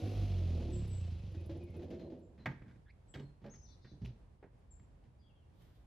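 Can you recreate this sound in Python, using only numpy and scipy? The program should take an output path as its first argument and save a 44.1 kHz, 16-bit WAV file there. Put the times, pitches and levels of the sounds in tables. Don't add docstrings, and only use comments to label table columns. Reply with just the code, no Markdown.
import sys
import numpy as np
from scipy import signal
from scipy.fft import rfft, irfft, next_fast_len
from scipy.io import wavfile
from scipy.ndimage import uniform_filter1d

SR = 44100
rng = np.random.default_rng(int(sys.argv[2]) if len(sys.argv) > 2 else 0)


def inscribe(sig):
    pcm = np.round(np.clip(np.atleast_2d(sig).T, -1, 1) * 32767)
    wavfile.write(sys.argv[1], SR, pcm.astype(np.int16))


N = 258423
TIME = np.arange(N) / SR


def from_db(db):
    return 10 ** (np.asarray(db) / 20)


def rms_one(x):
    return x / np.sqrt(np.mean(x ** 2) + 1e-20)


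def even(x):
    return x / np.sqrt(np.abs(uniform_filter1d(x ** 2, SR // 6)) + 1e-14)


def gain_curve(rows):
    return from_db(np.interp(TIME, *np.transpose(rows)))


def at_hz(rows, hz):
    row_hz, values = np.transpose(rows)
    return np.interp(np.log(hz), np.log(row_hz), values)


def add(out, start_s, sound):
    i = int(start_s * SR)
    out[..., i:i + sound.shape[-1]] += sound[..., :N - i]


def pan(left_db):
    return from_db(np.array([[left_db], [-left_db]]) / 2)


def drift(rate_hz, count=N):
    knots = rng.standard_normal(2000)
    return np.interp(TIME[:count] * rate_hz, np.arange(len(knots)), knots)


def cut(x, hz, kind, order=2):
    return signal.sosfilt(signal.butter(order, hz, kind, fs=SR, output="sos"), x)


def noise(spectrum, likeness, count=N):
    size = next_fast_len(count)
    hz = np.maximum(np.arange(size // 2 + 1) * SR / size, 1)
    mid, side = rfft(rng.standard_normal((2, size)))
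    alike = at_hz(likeness, hz)
    pair = np.sqrt(1 + alike) * mid + np.sqrt(1 - alike) * side * [[1], [-1]]
    return rms_one(irfft(pair * from_db(at_hz(spectrum, hz)), size)[:, :count])


def resonate(x, modes):
    out = 0
    for hz, width_hz, db in modes:
        r = np.exp(-np.pi * width_hz / SR)
        zeros = np.array([1, 0, -1]) * (1 - r * r) / 2
        poles = [1, -2 * r * np.cos(2 * np.pi * hz / SR), r * r]
        out = out + from_db(db) * signal.lfilter(zeros, poles, x + 1e-18)
    return out


def struck(blows, modes, spread_db=2):
    times_s, blow_db = np.transpose(blows)
    weights_db = rng.normal(0, spread_db, (len(blows), len(modes)))
    out = np.zeros(N)
    for k, (hz, db, t60_s) in enumerate(modes):
        clicks = np.full(N, 1e-18)
        clicks[(times_s * SR).astype(int)] = (-1) ** k * from_db(blow_db + db + weights_db[:, k])
        r, w = from_db(-60 / (t60_s * SR)), 2 * np.pi * hz / SR
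        out += signal.lfilter([0, np.sin(w)], [1, -2 * r * np.cos(w), r * r], clicks)
    return out


def glide(length_s, pitches_hz):
    progress = np.linspace(0, 1, int(length_s * SR))
    curve = np.polyfit(np.linspace(0, 1, len(pitches_hz)), pitches_hz, len(pitches_hz) - 1)
    phase = 2 * np.pi * np.cumsum(np.polyval(curve, progress)) / SR
    return phase, np.abs(np.sin(np.pi * progress))


def notes(rows, pitch_ratios, waver_rad, waver_hz=400):
    out = np.zeros(N)
    for s, length_s, hz, db in rows:
        phase, swell = glide(length_s, hz * np.array(pitch_ratios))
        add(out, s, from_db(db) * swell * np.sin(phase + waver_rad * drift(waver_hz, len(phase))))
    return out


# (frequency [Hz], density [dB])
AIR = [(20, -37), (40, 0.5), (71, 1.5), (120, -4.5), (250, -17.5), (500, -22), (900, -26), (1300, -33.5),
       (2000, -37), (4000, -44.5), (7000, -50), (10500, -51.5), (15000, -75)]
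# (frequency [Hz], correlation)
AIR_LIKENESS = [(60, 0.98), (250, 0.75), (700, 0.022), (2000, 0.076), (8000, 0.1)]
def valley_air(level_db=-61):
    return from_db(level_db + drift(24) + 1.3 * drift(8.5)) * noise(AIR, AIR_LIKENESS)


IDLE_HZ, IGNITION_OFF_S = 50.6, 0.165
def firing_hz(friction_hz_per_s=17, drag_per_s=0.2):
    coasting_s = np.maximum(TIME - IGNITION_OFF_S, 0)
    offset_hz = friction_hz_per_s / drag_per_s
    return np.maximum((IDLE_HZ + offset_hz) * np.exp(-drag_per_s * coasting_s) - offset_hz, 0)


def cylinder_puffs(cycles, speed, jitter_cycles=0.022, imbalance_db=(3, -3, 0)):
    stroke = np.maximum.accumulate(np.floor(cycles + jitter_cycles * speed * drift(40)))
    limp_db = np.take(imbalance_db, stroke.astype(int) % 3) * (1 - speed)
    return np.diff(stroke, prepend=stroke[0]) * from_db(limp_db + drift(50.1))


# (frequency [Hz], width [Hz], gain [dB])
PIPE_MODES = [(86, 12.5, 18), (166, 10.2, 3)]
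# (time [s], level [dB])
EXHAUST_LEVEL = [(0.0, -40), (0.1, -38), (0.14, -40.5), (0.18, -35.5), (0.47, -34.5), (0.73, -41),
                 (0.77, -36.5), (0.9, -40.5), (0.97, -38), (1.09, -39.5), (1.13, -42), (1.32, -44.5),
                 (1.41, -43.5), (1.5, -46.5), (1.58, -44.5), (1.66, -50.5), (1.78, -47), (2.02, -63.5),
                 (2.3, -70)]
def exhaust(puffs):
    pipe = cut(resonate(puffs, PIPE_MODES), 178, "low", order=4)
    return gain_curve(EXHAUST_LEVEL) * even(cut(pipe, 66.3, "high", order=4))


# (frequency [Hz], width [Hz], gain [dB])
BODY_MODES = [(173, 82, -1), (247, 54, 2), (328.7, 25, 5), (367, 26, -8.5), (483, 36, -2),
              (551.6, 5.7, -16.5), (637, 16, -11.5), (872, 13, -20.5)]
# (time [s], relative level [dB])
SHUDDER_LEVEL = [(0.0, -44), (0.11, -44.5), (0.28, -51.5), (0.4, -49.5), (0.5, -49.5), (0.57, -45),
                 (0.78, -51), (0.88, -56), (1.1, -61), (1.31, -62), (1.38, -55.5), (1.48, -53.5),
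                 (1.51, -49.5), (1.62, -51.5), (1.71, -58.5), (1.79, -47.5), (1.96, -48), (2.14, -50),
                 (2.21, -58), (2.35, -63.5)]
# (frequency [Hz], correlation)
TRUCK_LIKENESS = [(250, 1), (700, 0.85), (2000, 0.89), (4000, 1), (8000, 0.084)]
def shudder(phase, speed, throb=0.43, trim_db=-0.5):
    pulsing = np.exp(throb * np.minimum(2 * speed, 1) * (np.cos(phase) - 0.5))
    chatter = noise([(100, 0), (1000, 0.014)], TRUCK_LIKENESS) * pulsing
    body = rms_one(cut(resonate(chatter, BODY_MODES), 617, "low", order=4))
    return from_db(trim_db) * gain_curve(SHUDDER_LEVEL) * body


# (frequency [Hz], density [dB])
HISS = [(410, -7.5), (700, -4), (871, -10.5), (1230, -12.5), (1630, -15.5), (2730, -9), (4210, -12.5),
        (6190, -18.5), (8110, -30), (10500, -28), (13200, -40), (15000, -35)]
def hiss(phase, speed, idle_db=-59, throb=0.15):
    pulsing = 1 + throb * np.cos(phase)
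    return from_db(idle_db + drift(59.4)) * speed ** 1.494 * pulsing * noise(HISS, TRUCK_LIKENESS)


# (frequency [Hz], density [dB])
FIZZ = [(7500, -29), (10500, 0), (14000, -7), (16000, -20)]
def fan_fizz(speed, idle_db=-78):
    return from_db(idle_db) * speed ** 7.6 * noise(FIZZ, TRUCK_LIKENESS)


def fan_whine(phase, speed, idle_db=-63, octave_db=-16, waver_rad=0.8):
    fan_phase = 14.5 * phase + waver_rad * drift(130)
    tone = np.sin(fan_phase) + from_db(octave_db) * np.sin(2 * fan_phase)
    return from_db(idle_db) * speed ** 2.3 * np.sqrt(2) * tone


# (frequency [Hz], width [Hz], gain [dB])
MOUNT_MODES = [(41.5, 25, 0)]
def rocking(puffs, speed, level_db=-41):
    unfired = np.interp(TIME, [IGNITION_OFF_S - 0.04, IGNITION_OFF_S], [0, 1])
    mounts = even(cut(resonate(puffs, MOUNT_MODES), 65, "low", order=4))
    return from_db(level_db) * unfired * speed ** 2.23 * mounts


def engine():
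    rate_hz = firing_hz()
    speed = rate_hz / IDLE_HZ
    cycles = np.cumsum(rate_hz) / SR
    phase = 2 * np.pi * cycles
    puffs = cylinder_puffs(cycles, speed)
    lows = exhaust(puffs) + shudder(phase, speed) + rocking(puffs, speed)
    highs = (hiss(phase, speed) + fan_fizz(speed)) * pan(2) + fan_whine(phase, speed)
    return (lows + highs) * np.interp(TIME, [2.3, 2.46], [1, 0])


def tree_echoes(x, t60_s=0.37, first_s=0.012):
    t = TIME[:SR]
    sparse = rng.standard_normal((2, SR)) * (rng.random((2, SR)) < 0.05)
    echoes = rms_one(sparse * from_db(-60 * t / t60_s) * (t > first_s)) / np.sqrt(SR)
    return signal.fftconvolve(np.atleast_2d(x), echoes, axes=-1)[:, :N]


# (frequency [Hz], density [dB])
PANEL = [(120, 7.5), (250, 7), (340, 3.5), (480, -3.5), (720, -12.5), (1100, -16), (2000, -60)]
CLACK = [(400, -1), (900, -6.5), (1200, -6), (1380, -3), (1580, 0.5), (1900, 0), (2300, -5), (2900, -17),
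         (4500, -30), (8000, -50)]
EDGE = [(1500, 1), (3200, 4), (4600, -1), (7000, -10), (8800, -28), (14000, -19), (18000, -30)]
DOOR_PANEL_HZ = 277
def rattles(blows, attack_s=0.00054, tail_db=-22, tail_t60_s=0.35, flutter_db=1.5):
    out, t = np.zeros((2, N)), TIME[:SR // 2]
    attack = 1 - np.exp(-t / attack_s)
    tail = from_db(tail_db - 60 * t / tail_t60_s)
    for s, panel_db, clack_db, edge_db, t60_s, panel_hz in blows:
        tuned = [(hz * panel_hz / DOOR_PANEL_HZ, db) for hz, db in PANEL]
        panel = from_db(panel_db) * noise(tuned, TRUCK_LIKENESS, len(t)) * pan(-1)
        clack = from_db(clack_db) * noise(CLACK, TRUCK_LIKENESS, len(t))
        edge = from_db(edge_db) * noise(EDGE, TRUCK_LIKENESS, len(t)) * pan(3)
        decay = np.hypot(from_db(-60 * t / t60_s), tail)
        add(out, s, (panel + clack + edge) * attack * decay)
    return out * from_db(flutter_db * drift(390))


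# (time [s], thump [dB], edge [dB])
JOLTS = [(0.602, -47.5, -65), (0.687, -45.5, -84), (1.347, -55, -70), (1.495, -47, -64.5), (1.55, -48, -83),
         (1.742, -53.5, -71.5), (1.794, -50, -70), (1.82, -61, -67), (1.863, -58, -89),
         (1.903, -52.5, -63.5), (1.93, -47, -73), (1.995, -58, -68), (2.101, -55, -72.5),
         (2.123, -49.5, -81)]
def jolts(rattle_t60_s=0.3, bed_hz=281):
    modes = [(hz, db, np.log(1000) / (np.pi * width_hz)) for hz, width_hz, db in BODY_MODES]
    thumps = struck([(s, db) for s, db, _ in JOLTS], modes)
    return thumps + rattles([(s, db + 5.5, db - 5.5, db, rattle_t60_s, bed_hz) for s, _, db in JOLTS])


# (time [s], length [s], pitch [Hz], level [dB])
GROANS = [(.66, 0.18, 351.7, -49.5), (1.485, 0.071, 557, -54), (1.49, 0.14, 334.8, -50),
          (1.59, 0.13, 345, -52.5), (1.77, 0.11, 337.6, -49), (1.81, 0.44, 636, -63.5),
          (1.91, 0.098, 347, -49), (1.99, 0.16, 328.6, -51)]
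def groans():
    return notes(GROANS, (0.99, 1.01, 0.99), waver_rad=0.5, waver_hz=55)


def from_trees(call, echo_db, left_db=7):
    return call * pan(left_db) + from_db(echo_db) * tree_echoes(call) * pan(left_db / 2)


# (time [s], length [s], pitch [Hz], level [dB])
SEEPS = [(.716, 0.067, 7670, -60.5), (.882, 0.12, 7750, -64.5), (1.973, 0.08, 4140, -75.5),
         (2.208, 0.071, 7300, -87), (2.384, 0.05, 4060, -74), (3.08, 0.049, 7720, -67.5),
         (3.186, 0.12, 4230, -81), (4.706, 0.027, 7410, -62)]
def bird_seeps():
    return from_trees(notes(SEEPS, (1.03, 1, 0.98), waver_rad=0.34), echo_db=1)


# (time [s], relative level [dB])
TICKS = [(0.877, -58), (1.32, -69.5), (1.408, -70), (1.46, -62), (1.513, -73), (1.572, -68), (1.636, -66),
         (1.703, -71), (1.766, -63.5), (1.836, -70), (1.903, -74), (2.192, -77), (4.0587, -67), (4.59, -82),
         (5.6234, -76)]
def ticks(trim_db=-8, t60_s=0.064):
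    envelope = np.zeros(N)
    for s, db in TICKS:
        add(envelope, s, from_db(db + trim_db - 60 * TIME[:SR // 4] / t60_s))
    spectrum = [(4000, -47), (8600, -2), (10200, 17), (11800, -4), (14000, 8), (18000, -19)]
    return envelope * noise(spectrum, AIR_LIKENESS)


# (time [s], length [s], pitch [Hz], level [dB])
WHISTLES = [(1.0, 0.077, 2670, -75), (1.17, 0.043, 2620, -72), (1.365, 0.058, 2500, -73),
            (1.6, 0.041, 2470, -70), (1.65, 0.078, 2190, -74.5), (1.74, 0.051, 2520, -76),
            (5.185, 0.063, 4760, -82), (5.21, 0.11, 3290, -78.5), (5.29, 0.037, 2760, -78.5),
            (5.33, 0.092, 3210, -81.5), (5.41, .045, 2820, -86)]
def bird_whistles():
    return from_trees(notes(WHISTLES, (1.035, 1, 0.95), waver_rad=0.85), echo_db=1)


# (frequency [Hz], gain [dB], t60 [s])
CAB_MODES = [(90.3, -22, 0.13), (127.1, 0.5, 0.2), (142.4, -3.5, 0.39), (178, -5.5, 0.25),
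             (229, -9.5, 0.29), (295.6, -11.5, 0.28), (347, -19.5, 0.097), (401, -19.5, 0.23)]
BOOM_CUTOFF_HZ = 450
def cab_boom(blows):
    return cut(struck(blows, CAB_MODES), BOOM_CUTOFF_HZ, "low")


# (frequency [Hz], gain [dB], t60 [s])
DOOR_MODES = [(515, -1.5, 0.22), (619, 5.5, 0.098), (739, -1.5, 0.068), (853, -4.5, 0.16),
              (906, -3.5, 0.21), (995, -12, 0.24), (1233, -7.5, 0.22), (1612, 5, 0.12), (1680, -7, .1),
              (1845, -0.5, 0.12), (1880, 7, 0.069), (2050, 2, 0.15), (2215, 5.5, 0.085), (2483, -3.5, 0.11),
              (3440, -8.5, 0.071)]
def door_skin(blows, gain_db=-16):
    return from_db(gain_db) * struck(blows, DOOR_MODES) * pan(-1)


# (time [s], boom [dB], panel [dB], clack [dB], edge [dB], t60 [s], panel pitch [Hz])
KNOCKS = [(2.378, -67, -55.5, -73.5, -77, 1, 251), (2.513, -59, -52, -58, -68, 0.086, 380),
          (2.618, -54.5, -52.5, -65.5, -83, 0.2, 244), (2.662, -61, -60, -71, -85, 0.11, 241),
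          (2.68, -55.5, -79, -67.5, -76, 0.21, 250), (2.711, -58, -65, -68.5, -80, 0.11, 250),
          (2.757, -56.5, -65, -76, -81, 0.075, 250), (3.151, -58, -49.5, -54.5, -63, .11, 484),
          (3.17, -46.5, -40, -79, -81, 0.056, 185), (3.197, -59, -48, -65, -65, 0.12, 376),
          (3.221, -47, -52, -77, -87, 0.21, 250), (3.415, -54.5, -60, -83, -79.5, 0.61, 298),
          (3.441, -52.5, -51, -67, -72, 0.36, 420), (3.462, -75, -54, -69, -63, 0.063, 427),
          (3.537, -58.5, -74, -69, -73.5, 0.16, 397), (3.846, -57, -57, -66.5, -76, 0.22, 250),
          (3.917, -50.5, -54, -89, -91, 0.38, 200), (4.015, -40, -50, -79, -75.5, 0.68, 214),
          (4.047, -45, -70, -79, -63.5, 0.2, 257), (4.427, -75.5, -54.5, -65, -83, 0.15, 618),
          (4.443, -70, -59, -80, -90, 0.16, 442), (4.796, -58.5, -73, -70.5, -73.5, 0.032, 253),
          (5.038, -67, -71, -81, -83, 0.28, 230), (5.607, -68, -87, -82, -93, 1, 243)]
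def knocks():
    boom = cab_boom([(s, db) for s, db, *_ in KNOCKS])
    door = door_skin([(s, clack_db) for s, _, _, clack_db, *_ in KNOCKS])
    return boom + door + rattles([(s, *burst) for s, _, *burst in KNOCKS])


# (time [s], boom [dB], panel [dB], clack [dB], edge [dB], t60 [s])
LATCHES = [(2.4581, -35.5, -46.5, -32, -48, 0.065), (3.141, -43.5, -49, -55, -54.5, 0.1)]
def door_latch(boom_lag_s=0.0086, rebound_lag_s=0.039, rebound_t60_s=0.21):
    rebound_db = (-49.5, -72, -71.5)
    snaps = [(s, *burst, DOOR_PANEL_HZ) for s, _, *burst in LATCHES]
    rebounds = [(s + rebound_lag_s, *rebound_db, rebound_t60_s, DOOR_PANEL_HZ) for s, *_ in LATCHES]
    boom = cab_boom([(s + boom_lag_s, db) for s, db, *_ in LATCHES])
    door = door_skin([(s, clack_db) for s, _, _, clack_db, *_ in LATCHES])
    return boom + door + rattles(snaps + rebounds)


# (time [s], level [dB])
BOLT_SNAPS = [(2.4588, -59), (3.139, -55), (3.147, -57), (3.194, -61)]
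# (frequency [Hz], gain [dB], t60 [s])
BOLT_MODES = [(2940, -4, 0.06), (3070, -3, 0.06), (3310, 0, 0.06), (3730, -13, 0.046), (3760, -12.5, 0.13)]
def latch_bolt():
    return struck(BOLT_SNAPS, BOLT_MODES)


# (time [s], length [s], start [Hz], middle [Hz], end [Hz], level [dB])
SQUEAKS = [(2.856, 0.048, 1697, 1690, 1840, -69), (2.882, 0.037, 1810, 2080, 2440, -67),
           (4.047, 0.0099, 2290, 2920, 3970, -64), (4.059, 0.0021, 2480, 2650, 3660, -47)]
def hinge_squeaks(octave_db=-14, grip_spread_db=4):
    out = np.zeros(N)
    for s, length_s, *pitches_hz, db in SQUEAKS:
        phase, swell = glide(length_s, pitches_hz)
        phase += drift(700, len(phase))
        grip_db = grip_spread_db * drift(180, len(phase))
        tone = np.sin(phase) + from_db(octave_db) * np.sin(2 * phase)
        add(out, s, from_db(db + grip_db) * swell * tone)
    return out


# (time [s], level [dB])
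RAPS = [(3.441, -58), (3.452, -49), (3.466, -53.5), (3.49, -58), (4.43, -66)]
# (frequency [Hz], gain [dB], t60 [s])
HOLLOW_MODES = [(216.7, -3.5, 0.18), (439, -6.5, 0.12), (563, -4.5, 0.14), (686, -2.5, 0.087),
                (824, -18, 0.19)]
def panel_raps():
    return struck(RAPS, HOLLOW_MODES) * pan(-1)


# (time [s], length [s], pitch [Hz], level [dB])
CHIPS = [(3.492, .077, 6530, -60.5), (3.616, .057, 6080, -63)]
def bird_chips():
    return from_trees(notes(CHIPS, (0.7, 0.98, 1, 0.92, 0.6), waver_rad=0.27), echo_db=-1)


# (time [s], length [s], level of partial 9 [dB])
SCOLDS = [(3.646, 0.13, -76.5), (3.804, 0.15, -76.5), (3.994, 0.12, -79.5)]
def bird_scolds(pitches_hz=(462, 447, 430), tilt_db=-2.5, fading_db=4, rasp_rad=0.32):
    out = np.zeros(N)
    for s, length_s, db in SCOLDS:
        phase, swell = glide(length_s, pitches_hz)
        n = len(phase)
        phase += 0.5 * drift(45, n)
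        for k in range(8, 15):
            gain = from_db(db + tilt_db * abs(k - 9) + fading_db * drift(35, n))
            add(out, s, gain * swell * np.sin(k * phase + rasp_rad * drift(500, n)))
    return from_trees(out, echo_db=-2)


# (frequency [Hz], gain [dB], t60 [s])
SWAY_MODES = [(59.2, 0, .26), (118, 1, .3)]
def cab_sway(start_s=4.034, level_db=-38):
    return cut(struck([(start_s, level_db)], SWAY_MODES), BOOM_CUTOFF_HZ, "low")


# (frequency [Hz], density [dB])
CLOTH = [(1000, -17), (3300, 8), (6000, -4), (9000, -10), (13500, -2), (16000, -14)]
def seat_rustle(start_s=5.49, length_s=0.41, level_db=-82.5, grain_db=3):
    swell = np.sin(np.pi * np.clip((TIME - start_s) / length_s, 0, 1))
    return from_db(level_db + grain_db * drift(50)) * swell * noise(CLOTH, AIR_LIKENESS)


def scene():
    air = valley_air()
    truck = engine() + jolts() + groans()
    truck += knocks() + door_latch() + latch_bolt() + hinge_squeaks() + panel_raps() + cab_sway()
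    echoes = from_db(-12) * tree_echoes(cut(truck, 490, "high"))
    birds = bird_seeps() + bird_whistles() + bird_chips() + bird_scolds()
    return (air + truck + echoes) * pan(-1.5) + birds + ticks() + seat_rustle()


def record(dry):
    low_pass = signal.cheby2(12, 60, 16200, fs=SR, output="sos")
    return signal.sosfilt(low_pass, cut(dry, 28, "high"))


dry = scene()
out = record(dry)
inscribe(out)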